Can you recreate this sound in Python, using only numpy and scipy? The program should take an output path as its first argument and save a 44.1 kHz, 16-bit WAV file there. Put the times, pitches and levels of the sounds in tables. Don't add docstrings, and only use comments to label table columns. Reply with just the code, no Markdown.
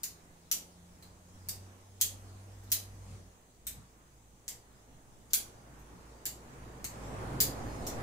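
import sys
import numpy as np
from scipy import signal
from scipy.fft import rfft, irfft, next_fast_len
from scipy.io import wavfile
from scipy.ndimage import uniform_filter1d, map_coordinates

SR = 44100
rng = np.random.default_rng(int(sys.argv[2]) if len(sys.argv) > 2 else 0)


def bounce(signal):
    frames = np.transpose(np.atleast_2d(signal))
    limited = np.clip(frames, -1, 1)
    pcm = np.round(limited * 32767).astype(np.int16)
    wavfile.write(sys.argv[1], SR, pcm)


def natural_amplitude(level_db):
    exponent = np.asarray(level_db, float) / 20
    return 10 ** exponent


N = 353990

# frequency in Hz, level in dB per Hz.
HISS_COLOUR = [(710, -41), (1200, -7.5), (1900, -8.5), (3000, -5), (4000, -6), (5500, -24), (6100, 3.5),
               (6900, -2), (7300, -1.5), (7900, 1), (8800, -6.5), (10500, -3.5), (11500, -15),
               (15500, -5.5)]
# frequency in Hz, level in dB per Hz.
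SWAY_COLOUR = [(6, -3), (18, -2), (27, 0), (34, -3), (44, -20), (70, -60)]
# frequency in Hz, left-right likeness from -1 to 1.
LIKENESS = [(60, 0.89), (110, 0.9), (200, 0.87), (380, 0.82), (700, 0.29), (1290, -0.3), (2380, 0.089),
            (4400, -0.1), (8120, 0.012), (15000, -0.064)]
# time in seconds, firing rate in Hz, load in dB.
NEAR_ENGINE = [
    (0, 79.56, -58),
    (.5, 85.9, -59.5),
    (1.25, 90.56, -56.5),
    (1.42, 92.2, -51.5),
    (1.62, 95.2, -49.5),
    (1.78, 96, -62),
    (2.08, 96.1, -52),
    (2.8, 98.35, -51),
    (3.15, 96.5, -50.5),
]
# centre in seconds, rate in Hz, half length in seconds, level in dB.
IDLE_THROBS = [
    (0.19, 56.3, .15, -72),
    (0.846, 62, 0.25, -68),
    (1.251, 54, 0.12, -69),
    (2.2, 54.7, 0.12, -58.5),
    (2.64, 53.6, 0.081, -57),
    (3.05, 53.7, 0.11, -56),
    (3.282, 51.56, 0.075, -65),
    (3.75, 55.9, 0.067, -59.5),
]
# time in seconds, firing rate in Hz, level in dB.
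HEAVY_ENGINE = [
    (3.4, 56, -75),
    (4.1, 56.26, -67),
    (5.0, 56.57, -73.5),
    (5.35, 57.05, -62),
    (6.9, 55.17, -57.5),
    (7.05, 54.7, -47),
    (7.4, 54.64, -46),
    (7.6, 53.4, -50),
    (8.03, 49.8, -50.5),
]
# multiple of the firing rate, level in dB, extra growth in dB per dB of level.
HEAVY_PARTIALS = [(1, 0, -0.19), (2, -4.5, -0.14), (2.42, -7, 0.27), (1.8, -14, 0.49)]
# centre in Hz, width in Hz, lift in dB.
ROOM_MODES = [(96.4, 7.8, 14.5), (176.4, 6.7, 16), (163, 4, 8)]
# time in seconds, nearness in dB.
NEARNESS = [(0, -67.5), (1.45, -66), (1.54, -63), (1.92, -67), (2.12, -62.5), (2.5, -64.5), (3.04, -64),
            (3.46, -70), (4.11, -69.5), (5.3, -65.5), (5.5, -63.5), (5.9, -62), (6.5, -58.5), (6.84, -56),
            (7.07, -48.5), (7.3, -46), (7.5, -45.5), (8.03, -45.5)]
# frequency in Hz, level in dB per Hz.
BOOM_COLOUR = [(12, 5.5), (28, -28), (40, -26), (54, 7), (75, -1.5), (98, 1), (115, -2.5), (135, 0.5),
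               (157, -5.5), (178, -2), (210, -8), (250, -6.5), (300, -6.5), (420, -50)]
# frequency in Hz, level in dB per Hz.
RUMBLE_COLOUR = [(120, -9.5), (200, -2), (253, -1), (292, -5.5), (325, -1), (394, -4), (448, -2.5),
                 (502, -4), (579, -5), (839, -6), (995, -9.5), (1100, -10.5), (1430, -19.5), (2420, -120)]
# frequency in Hz, level in dB per Hz.
ROAR_COLOUR = [(470, -25), (800, -11.5), (1200, -8.5), (1800, -11), (2600, -17.5), (3800, -28), (5500, -36),
               (9000, -63)]
# frequency in Hz, level in dB per Hz.
RUSTLE_COLOUR = [(1500, -11.5), (3000, -4.5), (6500, 0), (10000, -5), (15500, -14.5)]
# time in seconds, strength in dB, brightness in dB per octave, twig body in dB,
# room answer in dB.
SNIP_EVENTS = [(0.0333, -23.5, 0, 3.5, -0.5), (0.5144, -15.5, 0.5, 5.5, -1), (1.0254, -46, -2.5, 7, 0.5),
               (1.487, -25, -1, 0.5, 0.5), (2.0125, -12.5, 0, -0.5, -1.5), (2.718, -15, -1, -1, 1),
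               (3.6687, -26, 1, 6.5, 0), (4.4804, -27.5, -1.5, -2, -0.5), (5.3339, -12, 0.5, 5, -1),
               (6.2552, -24.5, 0, 5.5, 1.5), (6.8434, -27, -4, -0.5, 0), (7.4037, -12.5, 0.5, 0, 1),
               (7.867, -30, -4, -15, 2.5)]
# three ringing modes in Hz, one damped mode in Hz.
GRIP_MODES = [(5100, 6950, 20000, 3300), (5960, 5720, 7300, 1900), (4170, 4100, 9200, 12800),
              (4800, 11200, 13600, 3200), (3283, 6550, 8450, 8700), (6750, 11630, 14900, 7400),
              (3720, 8100, 11900, 4400), (2150, 7550, 24000, 15000), (2120, 11000, 14000, 1970),
              (7330, 11250, 12900, 9500), (6370, 8200, 12000, 3300), (4600, 12000, 16100, 8500),
              (5370, 5800, 11100, 9100)]
# time in seconds, strength in dB, brightness in dB per octave,
# twig body in dB, room answer in dB.
BRUSH_EVENTS = [
    (2.003, -42, -6, 2, 3),
    (2.637, -55, -1, 0, 1),
    (2.703, -46, -2, -7, -1),
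    (5.304, -45, -6.5, 0, 7),
    (5.312, -55, 0, 6, 2),
    (5.792, -57, -1, -1, 1),
]
# three ringing modes in Hz, one damped mode in Hz.
OPEN_BLADES = (5370, 6330, 13000, 9000)
# time in seconds, strength in dB, brightness in dB per octave,
# twig body in dB, room answer in dB.
BOUNCES = [
    (5.015, -58, -8, 6, 8),
    (5.027, -51, -8.5, 6, 6.5),
    (5.035, -51, -17, 8, 0),
]
# three ringing modes in Hz, one damped mode in Hz.
TABLE_MODES = (600, 820, 1650, 2150)
# frequency in Hz, level in dB per Hz.
CRACK_COLOUR = [(400, -35), (1000, -25.5), (1600, -15), (2100, -10), (2450, -12.5), (2900, -9),
                (4600, -3.5), (5600, -4), (6700, 1), (7600, 1), (8800, -2), (11500, -1.5), (15200, 4.5),
                (16900, -29)]
# frequency in Hz, time to fall 60 dB in seconds.
ROOM_DECAY = [(1000, 0.26), (2600, 0.31), (7000, 0.25), (12000, 0.23), (16000, 0.15)]
# delay in seconds, level in dB, left-right tilt in dB.
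FIRST_ECHOES = [(.0018, -19, 7), (.0031, -15.5, -23), (.0037, -39, 15), (.0055, -27, 3), (.008, -20, -29),
                (.010, -23, -6), (0.014, -11.5, 11)]
# time in seconds, half length in seconds, level in
# dB.
THUMPS = [
    (3.126, 0.075, -51.5),
    (3.772, 0.064, -54),
    (4.757, 0.031, -62.5),
    (6, 0.068, -61),
    (4.53, 0.038, -59.5),
    (1.5, 0.082, -60),
    (0.62, .02, -67),
    (7.2, 0.23, -53.5),
    (7.85, 0.071, -46.5),
]
# frequency in Hz, level in dB per Hz.
THUD_COLOUR = [(40, -11), (90, 1), (200, -6.5), (330, -18), (600, -17), (1400, -22.5), (3000, -31.5),
               (8000, -30), (15000, -57)]
# start in seconds, end in seconds, first pitch in Hz, last pitch in Hz, level in dB.
BRAKE_SQUEALS = [
    (7.63, 7.83, 4880, 5150, -64),
    (7.64, 7.76, 4320, 4330, -69),
]

TOP_HZ = 15650
LEAD = 7.36
MIDDLE_DB = -60


def unit(x):
    return x / np.sqrt(np.mean(x ** 2) + 1e-20)


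def along(points, hz):
    f, v = np.transpose(points)
    return np.interp(np.log(hz + 1), np.log(f + 1), v)


def curves(rows):
    s, *columns = np.transpose(rows)
    return [np.interp(np.arange(N) / SR, s, column) for column in columns]


def wobble(rate):
    knots = rng.standard_normal(int(N * 40 / SR) + 4)
    return map_coordinates(knots, [np.arange(N) * min(rate, 39) / SR])


def swell(s, half):
    t = np.arange(N) / SR
    return np.exp(-.5 * ((t - s) / half) ** 2)


def causal(db):
    cep = irfft(np.log(natural_amplitude(db) + 1e-6))
    half = len(cep) // 2
    cep[1:half] *= 2
    cep[half + 1:] = 0
    return np.exp(rfft(cep))


def rush(spectrum, patchy_db):
    z = signal.stft(rng.standard_normal((2, N)), nperseg=512)[2]
    field = uniform_filter1d(rng.standard_normal(z.shape[1:]), size=6, axis=0)
    field = uniform_filter1d(field, size=14, axis=1)
    pair = signal.istft(z * natural_amplitude(patchy_db * unit(field)), nperseg=512)[1][:, :N]
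    m = next_fast_len(N + 8192)
    hz = np.fft.rfftfreq(m, 1 / SR)
    turn = np.arccos(np.clip(along(LIKENESS, hz), -1, 1)) / 2
    colour = natural_amplitude(along(spectrum, hz)) * (hz < TOP_HZ)
    mid, side = irfft(rfft(pair, m) * colour * [np.cos(turn), np.sin(turn)], m)[:, :N]
    return unit(np.array([mid + side, mid - side]))


def microphone_hiss():
    return natural_amplitude(-70.5) * rush(HISS_COLOUR, patchy_db=0.6)


def building_sway():
    return natural_amplitude(-71.5) * rush(SWAY_COLOUR, patchy_db=0.7)


def throttle():
    hz, load_db = curves(NEAR_ENGINE)
    coasting = np.clip(np.arange(N) / SR - NEAR_ENGINE[-1][0], 0, 2)
    return hz - 31.5 * np.minimum(coasting, 1), load_db - 58 * coasting


def room_lift(hz):
    return sum(db / (1 + ((hz - c) / w) ** 2) for c, w, db in ROOM_MODES) - ROOM_MODES[0][2]


def near_engine():
    hz, load_db = throttle()
    phase = 2 * np.pi * np.cumsum(hz * (1 + 0.0046 * wobble(9.5))) / SR
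    first = natural_amplitude(load_db + room_lift(hz) + 0.42 * wobble(7.54)) * np.sin(phase)
    second = natural_amplitude(load_db - 6 + room_lift(2 * hz) + 1.7 * wobble(7.0)) * np.sin(2 * phase)
    return first + second


def idling_engine():
    t = np.arange(N) / SR
    return sum(natural_amplitude(db) * swell(s, half) * np.sin(2 * np.pi * hz * t) for s, hz, half, db in IDLE_THROBS)


def heavy_engine():
    hz, db = curves(HEAVY_ENGINE)
    out = np.zeros(N)
    for multiple, order_db, grows in HEAVY_PARTIALS:
        turns = np.cumsum(multiple * hz * (1 + 0.013 * wobble(12))) / SR
        level_db = db + order_db + grows * (db - MIDDLE_DB)
        unsteady_db = (.5 + 1.16 * multiple) * wobble(9)
        out += natural_amplitude(level_db + unsteady_db) * np.sin(2 * np.pi * turns)
    return out * (np.arange(N) / SR > 3.4)


def engines():
    return np.sqrt(2) * (near_engine() + idling_engine() + heavy_engine()) * natural_amplitude([[-.3], [.3]])


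def shaking():
    events = np.array(SNIP_EVENTS)
    since = np.clip(np.arange(N) / SR - events[:, :1], 0, None)
    rise_s, fall_s = 0.037, 0.12
    return natural_amplitude(events[:, 1] / 2) @ ((1 - np.exp(-since / rise_s)) * np.exp(-since / fall_s))


def road():
    near_db, = curves(NEARNESS)

    def law(level_db, growth):
        return natural_amplitude(level_db + growth * (near_db - MIDDLE_DB))

    surge = wobble(6.5)
    tremble = natural_amplitude(-49) * shaking()
    rocking_pot = natural_amplitude(1.5) * tremble
    intake = natural_amplitude(throttle()[1] - 23)
    boom = law(-58.5, 0.8) * natural_amplitude(0.43 * surge) * rush(BOOM_COLOUR, patchy_db=2.5)
    rumble_level = np.hypot(law(-57.5, 1.01) * natural_amplitude(0.5 * surge), rocking_pot)
    rumble = rumble_level * rush(RUMBLE_COLOUR, patchy_db=1.0)
    roar = law(-64, 0.9) * natural_amplitude(1.8 * surge) * rush(ROAR_COLOUR, patchy_db=1.3)
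    rustle_level = np.hypot(law(-66.5, 0.59) + intake, tremble)
    rustle = rustle_level * rush(RUSTLE_COLOUR, patchy_db=2.5)
    return (boom + rumble + roar) * natural_amplitude([[-.9], [.9]]) + rustle


def room():
    hz, t, z = signal.stft(rng.standard_normal((2, SR // 2)), SR, nperseg=256)
    decay = natural_amplitude(-60 * t / along(ROOM_DECAY, hz)[:, None])
    tail = signal.istft(z * decay, SR, nperseg=256)[1][:, :SR // 2]
    t = np.arange(tail.shape[1]) / SR
    sparse = natural_amplitude(4.1 * np.exp(-t / .02) * rng.standard_normal(tail.shape))
    tail = tail * sparse * (1 - np.exp(-(t / 0.0032) ** 2))
    answer = natural_amplitude(7.5) * tail / np.linalg.norm(tail, axis=1, keepdims=True)
    for s, db, pan_db in FIRST_ECHOES:
        at = np.round((s + rng.normal(0, 0.00022)) * SR + np.array([0, LEAD])).astype(int)
        answer[[0, 1], at] += natural_amplitude(db + np.array([.5, -.5]) * pan_db) * rng.choice([-1, 1])
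    return answer


def cuts(events, grips):
    out, m = np.zeros((2, N + SR)), 32768
    hz = np.fft.rfftfreq(m, 1 / SR)
    t = np.arange(-132, 132) / SR
    arrival = natural_amplitude([[1.3], [-1.3]]) * np.exp(-2j * np.pi * hz * np.array([[0], [LEAD]]) / SR)
    crack = np.exp(2j * np.pi * hz * t[0])
    air = 1 / (1 + (hz / 15620) ** 110)
    creak = natural_amplitude(-35) * np.exp(t / .0011) * (t < 0)
    chatter = natural_amplitude(-11.5) * np.exp(-t / .001) * (t > 0)
    for (s, db, tilt_db, body_db, wet_db), grip in zip(events, grips):
        near = crack + rfft(rng.standard_normal(len(t)) * (creak + chatter), m)
        near = natural_amplitude(2.1) * near / np.sqrt(np.mean(np.abs(near) ** 2))
        peaks = 1 / (1 + ((hz - np.array(grip)[:, None]) / 230) ** 2)
        modes = np.array([6, 6, 6, -7]) @ peaks
        ripple = 2.1 * map_coordinates(rng.standard_normal(110), [hz / 220])
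        body = body_db / (1 + (hz / 3000) ** 4)
        tilt = tilt_db * np.log2((hz + 1) / 6000)
        colour = causal(along(CRACK_COLOUR, hz) + tilt + body + modes + ripple)
        colour = rng.choice([-1, 1]) * colour / np.linalg.norm(irfft(colour, m))
        reverb = natural_amplitude(wet_db) * crack * rfft(room(), m) * air
        heard = irfft(colour * (near * arrival + reverb), m)
        out[:, round((s + t[0]) * SR):][:, :m] += natural_amplitude(db + 11.5) * heard
    return out[:, :N]


def shears():
    snips = cuts(SNIP_EVENTS, GRIP_MODES)
    brushes = cuts(BRUSH_EVENTS, [OPEN_BLADES] * len(BRUSH_EVENTS))
    landing = cuts(BOUNCES, [TABLE_MODES] * len(BOUNCES))
    return snips + brushes + landing


def thumps():
    return sum(natural_amplitude(db) * swell(s, half) for s, half, db in THUMPS) * rush(THUD_COLOUR, patchy_db=-3.0)


def brakes():
    t, out = np.arange(N) / SR, np.zeros(N)
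    for start, end, from_hz, to_hz, db in BRAKE_SQUEALS:
        u = np.clip((t - start) / (end - start), 0, 1)
        hz = from_hz + (to_hz - from_hz) * u + 15 * wobble(38)
        level = natural_amplitude(db + 2.6 * wobble(26)) * np.sqrt(np.abs(np.sin(np.pi * u))) * (u < 1)
        out += level * np.sin(2 * np.pi * np.cumsum(hz) / SR)
    return out


def scene():
    return engines() + road() + shears() + thumps() + brakes()


def roll_off(x):
    return signal.sosfilt(signal.butter(12, 16820, fs=SR, output="sos"), x)


def record(dry):
    mix = dry + microphone_hiss() + building_sway()
    return roll_off(mix)


dry = scene()
out = record(dry)
bounce(out)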